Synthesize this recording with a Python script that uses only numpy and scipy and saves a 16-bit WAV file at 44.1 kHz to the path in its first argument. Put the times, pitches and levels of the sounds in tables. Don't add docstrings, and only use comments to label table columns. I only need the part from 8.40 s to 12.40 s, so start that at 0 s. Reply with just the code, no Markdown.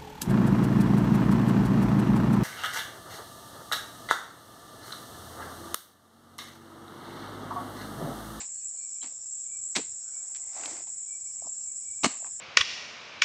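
import sys
import numpy as np
from scipy import signal
from scipy.fft import rfft, irfft
from scipy.io import wavfile
from scipy.ndimage import uniform_filter1d

SR = 44100
rng = np.random.default_rng(int(sys.argv[2]) if len(sys.argv) > 2 else 0)


def store_pcm(level_fs):
    pcm = np.round(np.clip(level_fs, -1, 1) * 32767).astype(np.int16)
    wavfile.write(sys.argv[1], SR, np.atleast_2d(pcm).T)


N = 176400
TIME = np.arange(N) / SR

# (f/Hz, level/dB)
FAR_NOISE_COLOUR = [(20, 1), (50, -2.5), (90, 12.5), (130, 5), (200, -1), (450, -4.5), (900, -5.5),
                    (2000, -7), (3700, -8), (9000, -8.5), (10500, -52.5), (15500, -21.5)]
CICADA_COLOUR = [(4300, -65.5), (6150, -30.5), (6600, -15), (7050, -5), (7300, 1.5), (7480, -1),
                 (7800, -1.5), (8080, -6), (8400, -21), (8950, -24), (9500, -42), (10000, -83.5)]
LOW_INSECT_COLOUR = [(3500, -44.5), (4700, -18.5), (5150, -0.5), (5650, 3), (5950, -5), (6400, -22.5),
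                     (7500, -60.5)]
# (f/Hz, level/dB)
NEAR_CICADAS = [(7480, -46.5), (7780, -47.5)]
# (loudest at t/s, f/Hz, level/dB)
WHISTLES = [(.435, 2340, -60.5), (.575, 2350, -69), (1.152, 2326, -59), (1.77, 2277, -62),
            (2.736, 2310, -57.5), (2.874, 2310, -65.5), (3.01, 2300, -70.5), (3.302, 2290, -69),
            (3.5, 2293, -60), (3.6, 2320, -64.5)]
# (loudest at t/s, length/s, f/Hz, level/dB)
FAR_CALLS = [(.19, .1, 4350, -67), (.24, .08, 2470, -70), (.41, .14, 4330, -69.5), (1.74, .32, 1470, -73),
             (2.08, .18, 2113, -72)]
# (f/Hz, level/dB)
ECHO_COLOUR = [(100, -28), (300, -18), (900, -20), (2000, -14.5), (5000, -11), (8000, -13.5), (11000, -34)]
# (f/Hz, time to fade by 60 dB/s)
ECHO_FADE = [(150, 0.23), (800, 0.4), (3000, 0.29), (8000, 0.27)]
# (f/Hz, level/dB)
BODY_COLOUR = [(40, -43), (110, -37), (170, -5), (225, 5), (320, 3.5), (450, -14), (700, -31.5),
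               (2000, -78)]
HUSK_COLOUR = [(150, -36.5), (400, -11.5), (600, -2), (800, 5.5), (1120, 1), (1300, -5.5), (1500, -26),
               (2400, -22.5), (8000, -66.5)]
FIBRE_COLOUR = [(300, -24.5), (1200, -8), (1800, 0), (2600, 1), (3300, -3), (4100, 0.5), (4800, -1),
                (6200, -0.5), (8200, 1), (9500, -16), (11500, -46), (15000, -39)]
# (t/s, rise/s, decay/s, body level/dB, husk level/dB, fibre level/dB)
SCUFFS = [(.002, 0.0029, 0.023, -61.5, -53, -40.5), (.618, 0.017, 0.033, -57.5, -56, -45.5),
          (1.954, 0.0033, 0.013, -78, -73, -47.5), (2.459, 0.016, 0.02, -72, -59.5, -58.5),
          (3.02, 0.043, 0.022, -60, -56, -77), (3.839, 0.03, 0.014, -67, -52.5, -57)]
# (t/s, f/Hz, level/dB)
KNOCKS = [(.344, 676, -55.5), (.721, 550, -54.5), (2.165, 790, -38), (2.176, 840, -42), (2.187, 753, -42),
          (2.197, 720, -43), (2.29, 695, -50), (2.311, 710, -46), (2.403, 705, -43.5), (3.021, 697, -39.5),
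          (3.07, 690, -40), (3.802, 700, -51), (3.825, 674, -42.5)]
# (t/s, level/dB)
ROLL_WEIGHT = [(1.55, -35.5), (1.9, -20), (2.06, -20.5), (2.135, -12.5), (2.17, -2.5), (2.22, -2),
               (2.29, 0), (2.36, -3), (2.41, -7), (2.45, -19)]
# (f/Hz, level/dB)
RUB_COLOUR = [(250, -21), (450, -11.5), (720, -1.5), (1100, -7.5), (1450, -11.5), (3000, -49)]
GRIT_COLOUR = [(800, -19.5), (2100, 4.5), (3000, -5), (4000, -3.5), (5500, 3.5), (8000, 11), (10000, -16.5),
               (12000, -39), (15000, -40)]
TUMBLE_COLOUR = [(70, -15), (160, -14), (290, 2.5), (450, -7.5), (800, -45)]
# (t/s, centre f/Hz, level/dB)
CRACKS = [(.013, 3500, -39.5), (1.3568, 2100, -19.5), (1.3615, 3600, -14), (1.3658, 3020, -13),
          (1.9493, 3220, -32.5), (2.236, 1570, -32.5), (2.2386, 1590, -37), (2.2582, 3500, -19.5),
          (3.646, 1180, -9.5), (3.8454, 880, -35.5)]
# (t/s, f/Hz, level/dB)
THUMPS = [(.638, 238, -48), (1.3838, 296, -31), (1.3901, 446, -32), (1.371, 198, -38.5),
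          (2.268, 293, -47.5), (2.313, 278, -47.5), (3.6391, 231, -24), (3.6618, 249.5, -19.5)]
# (f/Hz, level/dB, time to fade by 60 dB/s)
POLE_TONES = [(3045, -1, 0.03), (3280, -5.5, 0.1), (3970, -1.5, 0.069)]
# (t/s, level/dB)
CLINKS = [(0.615, -40)]
# (t/s, rise/s, decay/s, body level/dB, husk level/dB, fibre level/dB)
STABS = [(1.349, 0.01, 0.011, -52, -51, -26.5), (1.363, 0.0016, 0.017, -33.5, -37.5, -28.5),
         (3.6289, 0.0098, 0.0037, -36.5, -35.5, -26), (3.6424, 0.00096, 0.0053, -27, -20.5, -16.5),
         (3.653, 0.002, 0.007, -30, -27.5, -21.5), (3.662, 0.016, 0.063, -71, -53, -43)]


def amp(db):
    return 10 ** (np.asarray(db) / 20)


def unit(x):
    return x / np.sqrt(np.mean(x ** 2) + 1e-20)


def look_up(points, hz):
    f, value = np.transpose(points)
    return np.interp(np.log(hz + 1), np.log(f + 1), value)


def add(mix, start_s, sound):
    part = mix[max(0, round(start_s * SR)):][:len(sound)]
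    part += sound[:len(part)]


def colour(x, points):
    gain = amp(look_up(points, np.fft.rfftfreq(len(x), 1 / SR)))
    return unit(irfft(rfft(x) * gain, len(x)))


def drift(hz):
    damping = 1 + (np.fft.rfftfreq(N, 1 / SR) / hz) ** 4
    return unit(irfft(rfft(rng.standard_normal(N)) / damping, N))


def clicks(t, per_s, spread_db):
    size = amp(spread_db * np.minimum(rng.exponential(1, len(t)), 3))
    return size * rng.choice([-1, 1], len(t)) * (rng.random(len(t)) < per_s / SR)


def swell(t, peak_s):
    return (t / peak_s * np.exp(1 - t / peak_s)) ** 3


def far_noise():
    hush = colour(rng.standard_normal(N), FAR_NOISE_COLOUR)
    _, _, bands = signal.stft(hush, SR, nperseg=1024)
    patches = uniform_filter1d(rng.standard_normal(bands.shape), size=9, axis=0)
    patches = unit(uniform_filter1d(patches, size=11, axis=1))
    hush = signal.istft(bands * amp(2.5 * patches), SR, nperseg=1024)[1][:N]
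    return amp(-66.5 + 0.57 * drift(7.2)) * unit(hush)


def narrow_noise(phase, width_hz):
    return (np.exp(1j * phase) * (drift(width_hz) + 1j * drift(width_hz))).real


def insects():
    throb_db = 0.86 * np.sin(2 * np.pi * np.cumsum(21.3 + 0.5 * drift(1.1)) / SR)
    lull_db = -3.5 * np.exp(-((TIME - 0.764) / 0.1) ** 2)
    cicadas = amp(-38.5) * colour(rng.standard_normal(N), CICADA_COLOUR)
    for hz, db in NEAR_CICADAS:
        pitch_hz = hz + 25.18 * drift(7)
        buzz = narrow_noise(2 * np.pi * np.cumsum(pitch_hz) / SR, width_hz=36)
        cicadas += amp(db) * unit(buzz * amp(6 * drift(3)))
    low_insects = amp(-60 + 2.2 * drift(20)) * colour(rng.standard_normal(N), LOW_INSECT_COLOUR)
    return cicadas * amp(throb_db + lull_db) + low_insects


def birds(waver_hz=15, flutter_hz=45, swell_s=0.033):
    out = np.zeros(N)
    for s, hz, db in WHISTLES:
        note = np.sin(2 * np.pi * np.cumsum(hz + waver_hz * drift(flutter_hz)) / SR)
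        out += amp(db + 2.5 * drift(flutter_hz)) * note / (1 + ((TIME - s) / swell_s) ** 2)
    for s, length, hz, db in FAR_CALLS:
        call = narrow_noise(2 * np.pi * hz * TIME, width_hz=160)
        out += amp(db + 3.5 * drift(flutter_hz)) * call * np.exp(-(2 * (TIME - s) / length) ** 2)
    return out


def tree_echo(sound, rise_s=0.018):
    hz, t, bands = signal.stft(rng.standard_normal(SR), SR, nperseg=256)
    fade_s = look_up(ECHO_FADE, hz)[:, None]
    bands *= amp(look_up(ECHO_COLOUR, hz)[:, None] - 60 * t / fade_s)
    bands *= np.sqrt(2 * np.log(1000) / (fade_s * SR))
    tail = signal.istft(bands, SR, nperseg=256)[1][:SR] * np.minimum(TIME[:SR] / rise_s, 1)
    return signal.fftconvolve(sound, tail)[:N]


def crunch(rise_s, decay_s, body_db, husk_db, fibre_db, puff_s=0.0017):
    t = TIME[:SR // 4]
    breaks = abs(clicks(t, per_s=6000, spread_db=3.5))
    puffs = signal.lfilter([1], [1, -np.exp(-1 / (puff_s * SR))], breaks)
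    grains = puffs * rng.standard_normal(len(t))
    rise = np.sin(np.pi / 2 * np.minimum(t / rise_s, 1)) ** 2
    outline = rise * np.exp(-np.maximum(t - rise_s, 0) / decay_s)
    out = np.zeros(len(t))
    for db, part in [(body_db, BODY_COLOUR), (husk_db, HUSK_COLOUR), (fibre_db, FIBRE_COLOUR)]:
        burst = colour(grains, part) * outline
        out += amp(db) * burst * np.linalg.norm(outline) / np.linalg.norm(burst)
    return out


def footwork():
    out, t = np.zeros(N), TIME[:SR // 10]
    for s, *shape in SCUFFS:
        add(out, s, crunch(*shape))
    for s, hz, db in KNOCKS:
        grit = 0.13 * colour(rng.standard_normal(len(t)), HUSK_COLOUR)
        add(out, s, amp(db) * swell(t, peak_s=0.0025) * (np.sin(2 * np.pi * hz * t) + grit))
    return out


def rolling_bunch(body_lag_s=0.034):
    weight, late_weight = (amp(np.interp(TIME - lag, *np.transpose(ROLL_WEIGHT), left=-120, right=-120))
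                           for lag in (0, body_lag_s))
    grains = clicks(TIME, per_s=1300, spread_db=2.5)
    rub_db = -51 - 19 * np.clip(TIME - 2.33, -0.1, 0.2)
    rub = amp(rub_db) * colour(grains, RUB_COLOUR)
    grit = amp(-42.5) * colour(clicks(TIME, per_s=2100, spread_db=2), GRIT_COLOUR)
    tumble = amp(-57) * colour(grains, TUMBLE_COLOUR)
    return weight * (rub + grit) + late_weight ** 2 * tumble


def cracks(band_ratio=2.01, splinter_s=0.0025):
    out, t = np.zeros(N), TIME[:SR // 20]
    for s, hz, db in CRACKS:
        snap = t == 0
        splinters = 0.17 * rng.standard_normal(len(t)) * np.exp(-t / splinter_s)
        edges_hz = [hz / band_ratio, min(hz * band_ratio, SR / 4)]
        crack = signal.sosfilt(signal.butter(3, edges_hz, "band", fs=SR, output="sos"), snap + splinters)
        add(out, s, amp(db) * crack / abs(crack).max())
    return out


def thumps():
    out, t = np.zeros(N), TIME[:SR // 4]
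    for s, hz, db in THUMPS:
        add(out, s, amp(db) * swell(t, peak_s=0.0045) * np.sin(2 * np.pi * hz * t))
    return out


def steel_pole(ring_db=-25.5, clink_rise_s=0.0053):
    out, t = np.zeros(N), TIME[:SR // 4]
    for s, *shape in STABS:
        add(out, s, crunch(*shape))
    ring = sum(amp(db - 60 * t / fade_s) * np.sin(2 * np.pi * hz * t) for hz, db, fade_s in POLE_TONES)
    out += amp(ring_db) * signal.fftconvolve(out, ring / np.linalg.norm(ring))[:N]
    for s, db in CLINKS:
        add(out, s, amp(db) * ring * np.minimum(t / clink_rise_s, 1))
    return out


def scene():
    work = steel_pole() + thumps() + cracks() + rolling_bunch() + footwork()
    return (work + tree_echo(work) + insects() + birds() + far_noise())[None]


def record(dry):
    bass_cut = signal.butter(2, 83, "high", fs=SR, output="sos")
    treble_cut = signal.firwin(511, 15750, window=("kaiser", 9), fs=SR)
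    return signal.oaconvolve(signal.sosfilt(bass_cut, dry), treble_cut[None], "same")


dry = scene()
out = record(dry)
store_pcm(out)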